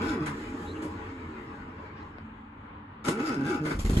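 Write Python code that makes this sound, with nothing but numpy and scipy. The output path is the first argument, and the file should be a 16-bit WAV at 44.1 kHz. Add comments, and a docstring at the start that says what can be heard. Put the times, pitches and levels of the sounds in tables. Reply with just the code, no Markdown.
"""A driveway, behind the boot of an old four-cylinder car being started.
The starter grinds, gear teeth growling and rattling, slowing against each compression. It lets go
with a clunk and spins down over a low outdoor hum and faint chirps. It clunks in for a second try
and the engine catches: rough, spitting puffs boom in the tailpipe and loose metal clinks.
House wall and paving return a short echo."""
import sys
import numpy as np
from scipy import signal
from scipy.fft import rfft, irfft, next_fast_len
from scipy.io import wavfile
from scipy.ndimage import uniform_filter1d, map_coordinates

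SR = 44100
rng = np.random.default_rng(int(sys.argv[2]) if len(sys.argv) > 2 else 0)


def wav_record(signal):
    """Record a signal, one row per channel, as 16-bit PCM in the file named by sys.argv[1]."""
    frames = np.transpose(np.atleast_2d(signal))
    bounded = np.clip(frames, -1, 1)
    # unit amplitude maps onto the largest positive 16-bit level
    quanta = np.round(bounded * 32767).astype(np.int16)
    wavfile.write(sys.argv[1], SR, quanta)


N = 176400

# cranking, two tries: t/s, tooth rate/Hz, growl/dB, rattle/dB, scrape/dB
FIRST_CRANK = [(0, 182.4, -39, -41, -59), (.035, 249.4, -29, -35, -51), (.085, 338.7, -35, -36.5, -46.5),
               (.135, 266.4, -31, -36.5, -52.5), (.175, 186.5, -36.5, -45, -68),
               (.22, 151.5, -32, -50, -58), (.285, 148.6, -39.5, -54, -59), (.32, 141.3, -38, -69, -73),
               (.37, 122.6, -58, -90, -90)]
SECOND_CRANK = [(3.05, 115.4, -50, -36.5, -45.5), (3.095, 152, -31, -34.5, -46),
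                (3.15, 208.8, -37, -41.5, -64), (3.2, 244, -29, -34.5, -52.5), (3.24, 334.7, -35, -36, -52),
                (3.275, 316.9, -38.5, -35, -44), (3.305, 266.4, -29.5, -33.5, -52),
                (3.345, 200.3, -34.5, -38, -51.5), (3.375, 137, -32, -44, -65),
                (3.425, 132.8, -31.5, -40.5, -60.5), (3.465, 146.4, -33, -36, -47.5),
                (3.505, 374, -31.5, -33.5, -47), (3.555, 270, -32.5, -35, -51.5),
                (3.59, 164.5, -36.5, -43, -71), (3.625, 151, -31, -47.5, -61),
                (3.665, 155.4, -35, -40.5, -55), (3.72, 144.8, -34.5, -41, -50), (3.77, 176, -73, -63, -72)]
# mesh harmonics: multiple of tooth rate, level/dB
TOOTH_ORDERS = [(.5, -15.5), (1, -.5), (1.5, -14), (2, -3), (3, -10), (4, -4)]
# car body response: f/Hz, gain/dB
BODY_RESPONSE = [(90, -9), (125, -7.5), (154, -1.5), (180, -8), (211, 1.5), (238, -7), (270, 6),
                 (290, -2.5), (312, 2), (365, 1.5), (392, -3), (430, 1.5), (560, -19), (720, -19),
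                 (835, -11), (1200, -50)]
# near-wall echoes: delay/s, gain/dB
WALL_ECHOES = [(.013, -13.5), (.029, -12.5), (.047, -12)]
# gear housing and flywheel scrape spectra: f/Hz, relative level/dB
HOUSING_SPECTRUM = [(150, 7.5), (450, 10), (700, 2.5), (1000, 2), (1150, 0), (1430, -1), (1800, 1),
                    (2200, -1), (3000, -17.5), (5000, -27), (7200, -43), (11500, -50)]
SCRAPE_SPECTRUM = [(1500, -9), (2900, -2), (3500, 10), (4200, 3), (5000, 11.5), (5700, 3), (7000, 5.5),
                   (8200, -3.5), (9600, -5), (11000, -3)]
# housing modes: f/Hz, relative level/dB, T60/s
RING_MODES = [(825, -6, 0.49), (973, -5.5, 0.14), (1215, -3.5, 0.18), (1300, -3.5, 0.25), (1385, -2, 0.21),
              (1504, -0.5, 0.13), (2058, -8, 0.088), (2196, -5, 0.083), (2276, -4.5, 0.094),
              (2580, 3, 0.018)]
# wandering centre of the gear rasp: t/s, f/Hz
RASP_CENTRE = [(.02, 1510), (.07, 1390), (.12, 1500), (3.14, 1340), (3.2, 1450), (3.28, 1298), (3.37, 1506),
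               (3.49, 1540), (3.56, 1437), (3.72, 1380)]
TOOTH_SCATTER_DB, GROWL_NOISE_DB, RING_DB, RASP_DB = 2.5, -11, 0.5, -1.5

# distant traffic spectrum: f/Hz, relative level/dB
TRAFFIC_SPECTRUM = [(25, -12), (54, -13.5), (90, -3), (120, -12.5), (155, -12), (180, -18.5), (250, -10),
                    (351, -21.5), (410, -19.5), (680, -28.5), (830, -17), (1000, -15), (1500, -21.5),
                    (3030, -34), (5000, -55.5), (7000, -78), (11500, -62.5)]
# outdoor hum: f/Hz, width/Hz, level/dB
HUM_BANDS = [(43.9, 13, -63), (91.9, 16, -57.5), (214.4, 17, -55), (291, 30, -56.5)]
# chirps: t/s, length/s, start f/Hz, end f/Hz, level/dB
CHIRP_GLIDES = [(0.654, 0.09, 3640, 4070, -50), (0.747, 0.04, 2880, 2760, -49.5),
                (1.998, 0.044, 4230, 4100, -65.5)]
TRAFFIC_DB = -47

# pinion clunks, levels relative to CLUNK_DB: t/s, thud/dB, clank/dB, fizz/dB, T60/s
PINION_CLUNKS = [(0.258, -39, -34, -44.5, 0.094), (0.268, -36, -35, -75, 0.098),
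                 (0.819, -35, -44, -51, 0.13), (0.847, -32.5, -60, -66, 0.074),
                 (2.184, -33.5, -39, -74, 0.011), (3.043, -45, -40, -44.5, 0.19),
                 (3.071, -25.5, -52, -42.5, 0.12), (3.083, -29.5, -25, -36.5, 0.052),
                 (3.649, -31.5, -33, -47, 0.19), (3.705, -28, -33.5, -52, .13)]
# clunk spectra: f/Hz, relative level/dB
THUD_SPECTRUM = [(50, -52), (160, 0), (310, 8), (540, -1.5), (740, -7), (2000, -29), (5000, -72)]
CLANK_SPECTRUM = [(200, 3), (700, -8), (980, 3), (1120, -1.5), (1400, 6), (1850, -8), (2080, 3),
                  (2700, -12), (5000, -19.5), (8000, -52)]
FIZZ_SPECTRUM = [(1000, -34), (3000, 4.5), (4200, -6), (5500, -2), (7000, -2), (9500, -2.5), (11000, -4.5)]
CLUNK_DB, CLUNK_ATTACK_PER_T60 = 3.5, 0.055

# free-spinning starter: t/s, shaft rate/Hz, whine ahead of the body response/dB
FREE_SPIN = [(.28, 66, -56), (.4, 75, -41), (.55, 90, -43.5), (.68, 99, -47), (.82, 105.2, -39.5),
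             (.95, 98, -52.5), (1.1, 91, -53), (1.32, 76.96, -41), (1.5, 66.6, -54), (2.1, 42, -59)]
# whine harmonics: multiple of shaft rate, level/dB
SHAFT_ORDERS = [(3, 0), (4, -7), (5, -6), (8, -13), (11, -13)]
# starter rumble, brush and bearing rustle, brush hiss: f/Hz, relative level/dB
RUMBLE_SPECTRUM = [(30, -8), (46, 2.5), (62, -3.5), (92, 9), (120, -13.5), (160, -2), (215, -2.5), (310, 4),
                   (380, -6.5), (440, 0.5), (520, -16), (700, -13.5), (2000, -120)]
RUSTLE_SPECTRUM = [(200, -16), (450, -15), (600, -7), (720, -39), (825, 5), (870, -6.5), (960, 0.5),
                   (1450, -6.5), (2200, -9.5), (3500, -26), (5500, -32.5), (11500, -91)]
HISS_SPECTRUM = [(1500, -6), (2200, -4), (3500, -2), (5600, -12), (7000, -4), (8200, -9.5), (9200, -20.5),
                 (11000, -11.5)]
RUMBLE_DB, RUMBLE_FADE_DB_PER_S = -39.5, 4
RUSTLE_DB, RUSTLE_FADE_DB_PER_S = -42.5, 5
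HISS_DB, HISS_FADE_DB_PER_S = -53, 13
STOP_S, STOP_T60_S = 2.17, 0.092

# first firings: t/s, boom/dB, blast/dB, spit/dB
ENGINE_FIRINGS = [(3.748, -27, -31.5, -49), (3.788, -25.5, -31.5, -32), (3.847, -18, -27, -33.5),
                  (3.893, -22, -20.5, -33), (3.931, -17.5, -28.5, -35), (3.966, -17.5, -21.5, -35),
                  (3.99, -28, -34, -44)]
# tailpipe modes: f/Hz, relative level/dB, T60/s
PIPE_MODES = [(42.86, 3.5, 0.3), (57, 0.5, 0.15), (72.8, 2, 0.14), (104, -6, 0.068), (204.4, -1.5, 0.099),
              (244, -10, 0.074)]
# exhaust gas spectra: f/Hz, relative level/dB
BLAST_SPECTRUM = [(30, -2), (80, -3), (200, -3), (300, -5), (400, -11), (650, -25.5), (1400, -27.5),
                  (3000, -44), (8000, -45)]
SPIT_SPECTRUM = [(300, 3.5), (700, -2.5), (950, -0.5), (1400, -8), (2500, -5.5), (3200, -8), (4200, -8),
                 (5200, -12), (7000, -7.5), (9000, -17.5), (11000, -10)]
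BOOM_ATTACK_S, PUFF_ATTACK_S, BLAST_T60_S, SPIT_T60_S = 0.007, 0.0039, 0.19, 0.15
# loose metal: t/s, f/Hz, level/dB
METAL_CLINKS = [(3.793, 3280, -44), (3.861, 2094, -39.5), (3.895, 4600, -52), (3.931, 4320, -48),
                (3.967, 3150, -36), (3.98, 3980, -42)]

# stereo image: f/Hz, left-right correlation (clipped to +-1 in use)
CORRELATION = [(100, 1.06), (270, 1.2), (430, 0.87), (600, 0.44), (950, -0.38), (1400, 0.15), (2600, -0.43),
               (4000, 0.28), (5200, -0.77), (7000, 1), (9000, -0.34)]
# microphone balance: f/Hz, left over right/dB
MIC_BALANCE = [(130, 0), (300, -1.2), (520, .5), (720, -.7), (950, 3), (1300, 4.5), (1800, 2), (2800, .7),
               (6000, 0), (11000, .5)]
YARD_DB, YARD_T60_S = -2, 0.17
LOW_CUT_HZ, HIGH_CUT_HZ = 30, 11680


def amp(db):
    """Decibels to gain."""
    return 10 ** (np.asarray(db) / 20)


def unit(x):
    """Scale to rms 1."""
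    return x / np.sqrt(np.mean(x ** 2) + 1e-20)


def along(points, hz):
    """Interpolate (f/Hz, value) points on a log axis."""
    f, values = np.transpose(points)
    return np.interp(np.log(hz + 1), np.log(f + 1), values)


def clock():
    """Sample times in s."""
    return np.arange(N) / SR


def curves(rows):
    """Per sample: a gate open until the last row, then each column after time."""
    times_s, *columns = np.transpose(rows)
    t = clock()
    return [t <= times_s[-1]] + [np.interp(t, times_s, column) for column in columns]


def wobble(rate_hz):
    """Smooth random curve, rate_hz knots a second."""
    return map_coordinates(rng.standard_normal(4000), [clock() * rate_hz], mode="wrap")


def filtered(x, response):
    """Apply a frequency response."""
    size = next_fast_len(N + SR // 2)
    return irfft(rfft(x, size) * response(np.fft.rfftfreq(size, 1 / SR)), size)[..., :N]


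def spread(pair):
    """Two unrelated signals to stereo: bass central, treble diffuse."""
    def mid_side_gains(hz):
        angle = np.arccos(np.clip(along(CORRELATION, hz), -1, 1)) / 2
        return np.array([np.cos(angle), np.sin(angle)])
    mid, side = filtered(pair, mid_side_gains)
    return np.array([mid + side, mid - side]) / np.std(mid)


def noise(spectrum, drive=1):
    """Coloured stereo noise, modulated by drive; mid rms 1."""
    white = rng.standard_normal((2, N))
    return spread(filtered(drive * white, lambda hz: amp(along(spectrum, hz))))


def band(hz, width_hz):
    """Narrow noise round a steady or moving centre, rms 1."""
    phase = 2 * np.pi * np.cumsum(hz * np.ones(N)) / SR
    return unit(wobble(width_hz) * np.sin(phase) + wobble(width_hz) * np.cos(phase))


def mottle(pair, depth_db):
    """Shift the colour at random from moment to moment; rms 1."""
    frames = signal.stft(pair, nperseg=1024)[2]
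    field = uniform_filter1d(rng.standard_normal(frames.shape[1:]), size=4, axis=0)
    field = uniform_filter1d(field, size=6, axis=1)
    return unit(signal.istft(frames * amp(depth_db * unit(field)), nperseg=1024)[1][:, :N])


def grit(depth_db=4, rate_hz=700):
    """Fast, uneven gain that breaks noise into grains."""
    return amp(depth_db * wobble(rate_hz))


def burst(start_s, attack_s, t60_s):
    """Quick rise, exponential fall."""
    age_s = np.maximum(clock() - start_s, 0)
    return (1 - np.exp(-age_s / attack_s)) * amp(-60 * age_s / t60_s)


def whine(hz, orders, rough, jitter):
    """Harmonics of a turning part, coloured by the car body."""
    phase = 2 * np.pi * np.cumsum(hz * (1 + jitter * wobble(70))) / SR
    out = 0
    for order, db in orders:
        gain = np.sqrt(2) * amp(db + along(BODY_RESPONSE, order * hz)) * (1 + rough * wobble(90))
        out += gain * np.sin(order * phase + rng.uniform(0, 2 * np.pi))
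    return out


def walls(x):
    """Echoes beat against a gliding tone and make it churn."""
    def comb(hz):
        return 1 + sum(amp(db) * np.exp(-2j * np.pi * hz * delay_s) for delay_s, db in WALL_ECHOES)
    return unit(filtered(x, comb)) * np.std(x)


def gear_rattle(knocks):
    """Tooth knocks shake and ring the housing under a wandering rasp; rms 1."""
    t = np.arange(SR // 3) / SR
    modes = sum(amp(db - 60 * t / t60_s) * np.sin(2 * np.pi * hz * t) for hz, db, t60_s in RING_MODES)
    force = knocks * rng.standard_normal((2, N))
    ring = spread(signal.fftconvolve(force, modes[None], axes=1)[:, :N])
    centre_hz = curves(RASP_CENTRE)[1]
    rasp = spread(np.array([band(centre_hz, width_hz=190) for _ in range(2)]))
    shake = mottle(noise(HOUSING_SPECTRUM, knocks * grit()), depth_db=2.5)
    return unit(shake + amp(RING_DB) * ring + amp(RASP_DB) * rasp)


def cranking(rows):
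    """Pinion teeth growl through the body, rattle the housing and scrape the flywheel."""
    on, tooth_hz, growl_db, rattle_db, scrape_db = curves(rows)
    fade_in = np.clip((clock() - rows[0][0]) / 0.011 + 1, 0, 1)
    teeth = np.cumsum(tooth_hz) / SR
    tooth_db = TOOTH_SCATTER_DB * rng.uniform(-0.78, 1, 4000)
    knocks = amp(tooth_db[teeth.astype(int)]) * np.exp(-(teeth % 1) / 0.5)  # one pulse per tooth
    rattle = gear_rattle(knocks)
    scrape = mottle(noise(SCRAPE_SPECTRUM, knocks * grit()), depth_db=3)
    growl = walls(whine(tooth_hz, TOOTH_ORDERS, rough=0.27, jitter=0.012))
    growl = growl + amp(GROWL_NOISE_DB) * noise(BODY_RESPONSE, knocks)
    return on * fade_in * (amp(growl_db) * growl + amp(rattle_db) * rattle + amp(scrape_db) * scrape)


def outdoors():
    """Distant traffic and a wavering low hum."""
    traffic = amp(TRAFFIC_DB + 0.9 * wobble(6.7)) * mottle(noise(TRAFFIC_SPECTRUM), depth_db=1.5)
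    hum = sum(amp(db) * band(hz, width_hz) for hz, width_hz, db in HUM_BANDS)
    return traffic + hum


def clunks():
    """The pinion strikes and leaves the flywheel: thud, clank, bright fizz."""
    thud, clank = noise(THUD_SPECTRUM), noise(CLANK_SPECTRUM)
    fizz = noise(FIZZ_SPECTRUM, grit(depth_db=1.2, rate_hz=500))
    out = np.zeros((2, N))
    for start_s, thud_db, clank_db, fizz_db, t60_s in PINION_CLUNKS:
        strike = amp(thud_db) * thud + amp(clank_db) * clank + amp(fizz_db) * fizz
        out += burst(start_s, CLUNK_ATTACK_PER_T60 * t60_s, t60_s) * strike
    return amp(CLUNK_DB) * out


def spin_down():
    """The starter's whine, rumble and rustle run from the start, under the cranking; once freed it speeds up,
    then coasts to rest. Hiss enters at the release and fades fastest, rumble slowest."""
    on, shaft_hz, whine_db = curves(FREE_SPIN)
    t = clock()
    rumble = amp(RUMBLE_DB - RUMBLE_FADE_DB_PER_S * t) * mottle(noise(RUMBLE_SPECTRUM), depth_db=2)
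    rustle_db = RUSTLE_DB - RUSTLE_FADE_DB_PER_S * t + 2.2 * wobble(25.25)
    rustle = amp(rustle_db) * mottle(noise(RUSTLE_SPECTRUM), depth_db=4)
    hiss_db = HISS_DB - HISS_FADE_DB_PER_S * t + 1.8 * wobble(15.54)
    hiss = amp(hiss_db) * mottle(noise(HISS_SPECTRUM), depth_db=2.5)
    tone = amp(whine_db) * whine(shaft_hz, SHAFT_ORDERS, rough=0.074, jitter=0.005)
    freed = t > FREE_SPIN[0][0]
    stop = amp(-60 * np.maximum(t - STOP_S, 0) / STOP_T60_S)
    return on * tone + stop * (rumble + rustle) + freed * hiss


def chirps():
    """Faint, fluttering chirps that glide and level off."""
    out = np.zeros(N)
    for start_s, length_s, start_hz, end_hz, db in CHIRP_GLIDES:
        progress = np.clip((clock() - start_s) / length_s, 0, 1)
        glide_hz = end_hz + (start_hz - end_hz) * (1 - progress) ** 2
        pitch_hz = glide_hz * (1 + 0.042 * wobble(700))
        out += amp(db) * np.sin(np.pi * progress) * np.sin(2 * np.pi * np.cumsum(pitch_hz) / SR)
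    return out


def exhaust():
    """Each firing booms in the tailpipe with a rough blast and a spit of gas."""
    blast = noise(BLAST_SPECTRUM)
    spit = mottle(noise(SPIT_SPECTRUM, grit()), depth_db=2.5)
    out = np.zeros((2, N))
    for start_s, boom_db, blast_db, spit_db in ENGINE_FIRINGS:
        for hz, db, t60_s in PIPE_MODES:
            mode = np.sin(2 * np.pi * hz * (clock() - start_s))
            out += amp(boom_db + db) * mode * burst(start_s, BOOM_ATTACK_S, t60_s)
        out += amp(blast_db) * blast * burst(start_s, PUFF_ATTACK_S, BLAST_T60_S)
        out += amp(spit_db) * spit * burst(start_s, PUFF_ATTACK_S, SPIT_T60_S)
    return out


def clatter():
    """Loose metal clinks as the first firings shake the car."""
    pair = np.zeros((2, N))
    for start_s, hz, db in METAL_CLINKS:
        ring = np.array([band(hz, width_hz=350) for _ in range(2)])
        pair += amp(db) * burst(start_s, attack_s=0.0015, t60_s=0.036) * ring
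    return spread(pair) * np.std(pair)


def yard(x):
    """Short, bass-light echo off the house wall and paving."""
    t = np.arange(SR // 2) / SR
    decay = amp(-60 * t / YARD_T60_S) * (t > 0.006)
    tail = spread(rng.standard_normal((2, N)))[:, :len(t)] * decay
    wet = signal.fftconvolve(x, tail / np.linalg.norm(tail[0]), axes=1)[:, :N]
    return filtered(wet, lambda hz: hz / (hz + 500))


def scene():
    """Car, echo, background."""
    starter = cranking(FIRST_CRANK) + cranking(SECOND_CRANK) + clunks() + spin_down()
    car = starter + exhaust() + clatter()
    return car + amp(YARD_DB) * yard(car) + outdoors() + chirps()


def record(dry):
    """Two slightly unequal, band-limited microphones."""
    def response(hz):
        balance = amp(along(MIC_BALANCE, hz) * np.array([[0.5], [-0.5]]))
        low_cut = hz ** 6 / (hz ** 6 + LOW_CUT_HZ ** 6)
        high_cut = 1 / (1 + (hz / HIGH_CUT_HZ) ** 300)
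        return balance * low_cut * high_cut
    return filtered(dry, response)


dry = scene()
out = record(dry)
wav_record(out)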